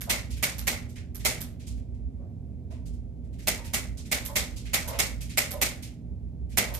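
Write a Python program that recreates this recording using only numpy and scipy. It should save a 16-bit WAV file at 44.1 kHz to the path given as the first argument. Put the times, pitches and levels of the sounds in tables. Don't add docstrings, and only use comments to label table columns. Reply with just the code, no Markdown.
import sys
import numpy as np
from scipy import signal
from scipy.fft import rfft, irfft
from scipy.io import wavfile
from scipy.ndimage import uniform_filter1d

SR = 44100
rng = np.random.default_rng(int(sys.argv[2]) if len(sys.argv) > 2 else 0)


def makeup_ratio(level_db):
    decades = np.asarray(level_db, float) / 20
    return 10 ** decades


def transcribe(signal):
    frames = np.atleast_2d(signal).T
    limited = np.clip(frames, -1, 1)
    pcm = np.round(limited * 32767).astype(np.int16)
    wavfile.write(sys.argv[1], SR, pcm)


N = 299439

# pitch_hz, level_db (per Hz)
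AIR_COLOUR = [(15, -43), (25, -32), (42, -8.5), (64, 2.5), (142, -20.5), (167, -17.5), (196, -26),
              (243, -16.5), (344, -31), (383, -28.5), (427, -33), (673, -41.5), (1180, -61), (13800, -71.5),
              (15000, -70.5)]
# pitch_hz, likeness_0_to_1
AIR_LIKENESS = [(30, .5), (50, 0.99), (250, 1), (400, 0.3), (600, 0.5), (1400, 0), (15000, .05)]
# pitch_hz, left_minus_right_db
AIR_BALANCE = [(120, -2), (400, -2.5), (700, -9.5), (2400, -1.5), (15000, 0)]
# pitch_hz, level_db, width_hz
MOTOR_LINES = [
    (162.5, -54, 6.1),
    (192.4, -54, 24),
    (2280, -87.5, 560),
]
# pitch_hz, level_db
WINDING_HUM = [
    (120, -47.5),
    (240, -53.5),
]
# start_s (the peak), level_db, swell_s
DUCT_SURGES = [(0.13, -39, 0.23), (0.34, -32.5, 0.11), (0.64, -36.5, .2), (1.25, -39, 0.26),
               (1.76, -33, 0.12), (1.93, -35, .08), (2.06, -30.5, 0.062), (2.19, -37, 0.065),
               (2.4, -45, .12), (2.93, -34.5, .25), (3.33, -39, 0.7), (3.79, -44, 0.065),
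               (3.91, -33.5, 0.093), (4.2, -43, 0.55), (4.41, -37.5, 0.091), (4.55, -34.5, 0.052),
               (4.68, -35, 0.082), (4.98, -36.5, .11), (5.18, -34, .17), (5.63, -37.5, .15),
               (5.88, -41.5, 0.078), (6.12, -35.5, .1), (6.27, -35.5, 0.074), (6.43, -31.5, 0.076),
               (6.55, -33.5, .05), (6.72, -35, 0.12)]
AIR_DB, DUCT_REST_DB, SURGE_RISE_DB = -38, -52, 13.5
# pitch_hz, decay_s (to fall 60 dB)
ROOM_DECAY = [(250, 0.49), (700, 0.45), (2000, 0.32), (5000, 0.32), (9000, 0.26), (13000, 0.12)]
PATH_DELAYS = [
    0,
    5.2,
    10.05,
    12.95,
    6.7,
    15.7,
    18.2,
]
# left_db, right_db
PATH_LEVELS = [
    (-6, 0),
    (-3, 0),
    (-9, 0),
    (-10, 0),
    (-3.5, -8),
    (-6, -9),
    (-9, -8),
]
# start_s, length_s, low_plank_db, high_plank_db, slips_per_s
FRAME_CREAKS = [
    (0.063, 0.018, -48.5, -50.5, 580),
    (2.169, 0.084, -61, -83, 176),
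    (2.695, 0.016, -58, -64, 270),
    (3.55, 0.077, -62, -58.5, 150),
    (4.27, 0.041, -58, -54.5, 580),
    (4.827, .14, -52.5, -53, 580),
    (5.495, 0.075, -53, -60.5, 580),
    (6.663, 0.063, -49, -53, 174),
]
# pitch_hz, width_hz
PLANK_TONES = [
    (600, 130),
    (900, 140),
]
# start_s, level_db, barrel_db, length_ms
FINGER_TICKS = [(0.3044, -32.5, -14.5, 5.4), (0.9574, -42.5, -1.5, 1.6), (1.195, -39, -7.5, 6),
                (1.5953, -43.5, -9, 9.5), (1.6677, -35.5, -24, 1.7), (1.7691, -53.5, -7.5, 2.3),
                (1.9399, -62, -5, 3), (2.7046, -45, -7, 17), (2.8564, -43.5, -33.5, 3.6),
                (2.9323, -52.5, -31, 2.6), (3.2399, -60.5, -7, 2.7), (3.3283, -52.5, -9.5, 1.5),
                (3.4191, -44, -23, 2.1), (3.972, -34, -33, 4.4), (4.0524, -41.5, -7, 3),
                (4.5617, -32.5, -21, 3.4), (4.6521, -37.5, -3.5, 13), (4.925, -37, 0.5, 9),
                (5.2942, -35, -8.5, 4), (6.5144, -44, -8, 2.4)]
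# start_s, level_db, barrel_db, length_ms
SPRING_TICKS = [(0.3644, -41.5, -5, 3.7), (0.8904, -46, -19, 2.6), (3.3852, -44.5, -4, 7.3),
                (3.6433, -35.5, -7.5, 6.7), (5.2074, -33.5, -11, 2.7), (5.824, -35, -9.5, 2.7),
                (6.494, -53, -6, 3.5)]
GRIP_PING_DB, COIL_PING_DB = -21.5, 2
# start_s (of the door echo), level_db, barrel_db, rattle_db
LATCH_PINGS = [(0.0193, -24.5, -11.5, -16), (0.5936, -24, -31.5, -15.5), (1.1577, -27.5, -20.5, -20.5),
               (1.4171, -24.5, -38, -16), (4.262, -22, -29.5, -18), (4.8876, -23, -28.5, -18),
               (5.5188, -21.5, -30, -17), (6.7504, -22.5, -36, -17)]
# pitch_hz, level_db, decay_s (to fall 60 dB)
RINGING_TONES = [(244, -28.5, 0.024), (623, -27.5, 0.023), (750, -23, 0.0089), (830, -24.5, 0.016),
                 (2020, -25, 0.004), (2130, -23, 0.03), (2294, -27, 0.069), (2800, -37.5, 0.019)]
# pitch_hz, level_db
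CRACK_COLOUR = [(150, -29.5), (430, -22), (540, -15.5), (1000, -8.5), (1600, -9), (2150, 4.5), (2500, -1),
                (3000, -4.5), (5000, -5.5), (7500, -4.5), (10000, -5), (12800, -5), (15000, 0)]
# start_s, strength_db, microphone_db, door_db, side_wall_db
SHOT_LIST = [(0.0978, -26.5, 13, 10.5, 11.5), (0.4281, -26.5, 10.5, 15, 13), (0.672, -26.5, 11.5, 13.5, 13),
             (1.2509, -26, 14, 13, 12.5), (3.4739, -27.5, 16, 19.5, 11.5), (3.7364, -29, 11.5, 16.5, 10),
             (4.1167, -27.5, 12.5, 15, 16), (4.3573, -26.5, 9.5, 15, 13), (4.7346, -26, 8.5, 18, 15.5),
             (4.99, -25.5, 12, 14, 16), (5.3751, -25.5, 14, 15, 18), (5.6162, -26, 14.5, 15.5, 14),
             (6.5742, -24, 13.5, 17, 14.5)]
FLOOR_AIM_DB = 10
TABLE_LOAD_DB = 0.87
LOW_CUT_HZ, TOP_HZ = 34.5, 14550
LEFT_PORT_HZ, LEFT_DULL_HZ = 95.6, 12360


def on_log(points, hz):
    f, value = np.transpose(points)
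    return np.interp(np.log(hz + 1), np.log(f), value)


def unit(x):
    return x / np.sqrt(np.mean(x ** 2))


def band(x, hz, width):
    return signal.lfilter(*signal.iirpeak(hz, hz / width, fs=SR), x)


def causal(points, size=512):
    log_gain = on_log(points, np.fft.rfftfreq(size, 1 / SR)) * np.log(10) / 20
    cepstrum = irfft(log_gain)
    cepstrum[1:size // 2] *= 2
    cepstrum[size // 2 + 1:] = 0
    return irfft(np.exp(rfft(cepstrum)))


def add(track, s, sound):
    k = max(int(s * SR), 0)
    track[..., k:k + sound.shape[-1]] += sound[..., :track.shape[-1] - k]


def impulse(size):
    click = np.zeros(size)
    click[0] = 1
    return click


def stereo_noise(mid, side, like):
    return np.sqrt(1 + like) * mid + np.sqrt(1 - like) * side * np.array([[1], [-1]])


def narrow(hz, width):
    return unit(band(band(rng.standard_normal(N), hz, width), hz, width))


def throb(t):
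    s, db, swell = np.transpose(DUCT_SURGES)[:, :, None]
    surges_db = db - SURGE_RISE_DB * np.abs(t - s) / swell
    return np.maximum(surges_db.max(axis=0), DUCT_REST_DB)


def air_handler():
    t = np.arange(N) / SR
    hz = np.fft.rfftfreq(N, 1 / SR)
    like = np.clip(on_log(AIR_LIKENESS, hz), 0, 1)
    mid, side = rfft(rng.standard_normal((2, N)))
    pair = stereo_noise(mid, side, like)
    pan = makeup_ratio(on_log(AIR_BALANCE, hz) * np.array([[.5], [-.5]]))
    gap = 1 - 0.87 * np.exp(-((hz - 60) / 14) ** 2)
    air = unit(irfft(pair * pan * gap * makeup_ratio(on_log(AIR_COLOUR, hz)), N)) * makeup_ratio(AIR_DB - 1.5)

    wander = uniform_filter1d(uniform_filter1d(rng.standard_normal(N), size=3000), size=3000)
    duct_cycles = 59.5 * t + np.cumsum(3.6 * unit(wander)) / SR
    duct = np.sin(2 * np.pi * duct_cycles) * makeup_ratio(throb(t) + 4.0)

    motor = sum(makeup_ratio(db) * narrow(f, width) for f, db, width in MOTOR_LINES)
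    hum = sum(makeup_ratio(db + 3) * np.sin(2 * np.pi * f * t) for f, db in WINDING_HUM)
    return air + duct * makeup_ratio(3) + motor + hum


def diffuse_field():
    hz = 120 * 2 ** np.arange(0, 7.1, .5)
    t = np.arange(SR // 2) / SR
    decay = 1000. ** (-t / on_log(ROOM_DECAY, hz)[:, None])
    like = np.clip(.8 * on_log(AIR_LIKENESS, hz), 0, 1)[:, None, None]
    bands = np.array([band(rng.standard_normal((2, 1, 2 * SR)), f, f / 1.644) for f in hz])
    mid, side = bands.transpose(1, 0, 2, 3)
    return stereo_noise(mid, side, like) / np.sqrt(2), decay


def puff(rise_ms, fall_ms, size=1024):
    ms = np.arange(size) / SR * 1000
    noise = np.tanh(2 * rng.standard_normal(size))
    burst = noise * (1 - np.exp(-ms / rise_ms)) * np.exp(-ms / fall_ms)
    return unit(burst) / np.sqrt(size)


def room_tail(room, source, contact_ms, tail_db):
    noise, decay = room
    k, t = rng.integers(SR), np.arange(decay.shape[1]) / SR
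    decay = decay * makeup_ratio(1.3 * rng.standard_normal((len(decay), 1)))
    clump_db = rng.standard_normal((len(decay), len(t) // 210))
    clumps = makeup_ratio(2.41 * np.repeat(clump_db, 210, axis=1))
    envelope = decay * uniform_filter1d(clumps, size=100)
    tail = np.einsum("bcn,bn->cn", noise[:, :, k:k + len(t)], envelope)
    tail *= 1 - np.exp(-t / (0.0038 + contact_ms[1] / 1000))
    tail *= makeup_ratio(tail_db + np.array([[-18.5], [-17.5]]))
    return signal.fftconvolve(tail, source[None], axes=1)


def place(out, room, s, colour, ring, contact_ms, echo_db, tail_db):
    lesser_db = 2 * rng.standard_normal(len(PATH_LEVELS) - 4)
    aim_db = np.r_[0, echo_db, lesser_db]
    for ms, pair_db, db in zip(PATH_DELAYS, PATH_LEVELS, aim_db):
        for port, port_db in zip(out, pair_db):
            contact = np.convolve(puff(*contact_ms), colour)
            add(port, s + ms / 1000, contact * makeup_ratio(db + port_db))
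            add(port, s + ms / 1000, ring * makeup_ratio(db + port_db))
    source = ring.copy()
    add(source, 0, colour)
    add(out, s, room_tail(room, source, contact_ms, tail_db))


def creaks(out, room):
    size = int(.4 * SR)
    for s, length, low_db, high_db, rate in FRAME_CREAKS:
        steps, sizes = rng.standard_normal((2, 128))
        at = np.cumsum(SR / rate * np.exp(.3 * steps))
        swell = np.sin(np.pi * np.clip(at / SR / length, 0, 1))
        slips = np.bincount(np.minimum(at.astype(int), size - 1), swell * makeup_ratio(sizes), size)
        sound = np.zeros(size)
        for (hz, width), db in zip(PLANK_TONES, (low_db, high_db)):
            sound += makeup_ratio(db + 29.0) * band(band(slips, hz, width), hz, 350)
        place(out, room, s, np.zeros(1), sound, (.1, .1), [-3, -3, -3], 8.5)


def ticks(out, room):
    click = impulse(512)
    tones = [(6300, 7300), (2103, 860), (13200, 3200)]  # pitch_hz, width_hz
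    grip, body, coil = (band(band(click, hz, width), hz, 3 * width) for hz, width in tones)
    for rows, ping_db in (FINGER_TICKS, GRIP_PING_DB), (SPRING_TICKS, COIL_PING_DB):
        for s, db, barrel_db, ms in rows:
            colour = grip - makeup_ratio(barrel_db + 13) * body - makeup_ratio(ping_db) * coil
            contact_ms = (.2, max(ms, .2))
            place(out, room, s, colour * makeup_ratio(db + 11.0), np.zeros(512), contact_ms, [-2, 0, -2], 0)


def barrel(barrel_db, table_db, size=4096):
    t = np.arange(size) / SR
    chance = rng.standard_normal((len(RINGING_TONES), 2))
    ring = np.zeros(size)
    for (hz, db, t60), (level_chance, pitch_chance) in zip(RINGING_TONES, chance):
        part_db = table_db if hz < 1000 else barrel_db
        tone = np.sin(2 * np.pi * hz * (1 + 0.0022 * pitch_chance) * t)
        ring += makeup_ratio(db + level_chance + part_db) * tone * 1000. 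** (-t / t60)
    return ring


def latch(out, room):
    click = impulse(4096)
    ping = -band(band(click, 12200, 2200), 12400, 2600)
    aim_db, tail_db = [-2, 7, -7], -6
    flutter = [(10, 2), (21.4, -2)]  # delay_ms, level_db
    for s, db, barrel_db, rattle_db in LATCH_PINGS:
        rattle = makeup_ratio(db + rattle_db + 24.0) * band(click[:512], 4400, 11000)
        ring = makeup_ratio(db + 18) * ping + makeup_ratio(db + 4.5) * barrel(barrel_db, barrel_db - 7.5)
        place(out, room, s - .0107, rattle, ring, (.2, .8), aim_db, tail_db)
        for ms, flutter_db in flutter:
            add(out, s + ms / 1000, ring * makeup_ratio(flutter_db + np.array([[-9], [0]])))


def shots(out, room):
    crack = causal(CRACK_COLOUR)
    for s, strength_db, direct_db, door_db, wall_db in SHOT_LIST:
        db = strength_db + direct_db
        scrape = np.convolve(puff(.1, 1.6)[220::-1], crack)
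        add(out, s - 220 / SR, scrape * makeup_ratio(db + np.array([[8], [12]])))
        echo_db = np.array([FLOOR_AIM_DB, door_db, wall_db]) - direct_db
        slam = crack * makeup_ratio(db + 19.5)
        ring = barrel(0, TABLE_LOAD_DB) * makeup_ratio(db + 1.5)
        place(out, room, s, slam, ring, (.25, .45), echo_db, 8.5 - direct_db)


def scene():
    out, room = air_handler(), diffuse_field()
    for source in (creaks, ticks, latch, shots):
        source(out, room)
    return out


def top_cut(x):
    return signal.sosfilt(signal.butter(12, 15920, fs=SR, output="sos"), x)


def record(dry):
    left = signal.lfilter(*signal.butter(1, [LEFT_PORT_HZ, LEFT_DULL_HZ], "band", fs=SR), dry[0])
    low_cut = signal.butter(3, LOW_CUT_HZ, "high", fs=SR, output="sos")
    ports = signal.sosfilt(low_cut, [left, dry[1]])
    steep = signal.cheby1(9, 1, TOP_HZ, fs=SR, output="sos")
    return top_cut(signal.sosfilt(steep, ports))


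dry = scene()
out = record(dry)
transcribe(out)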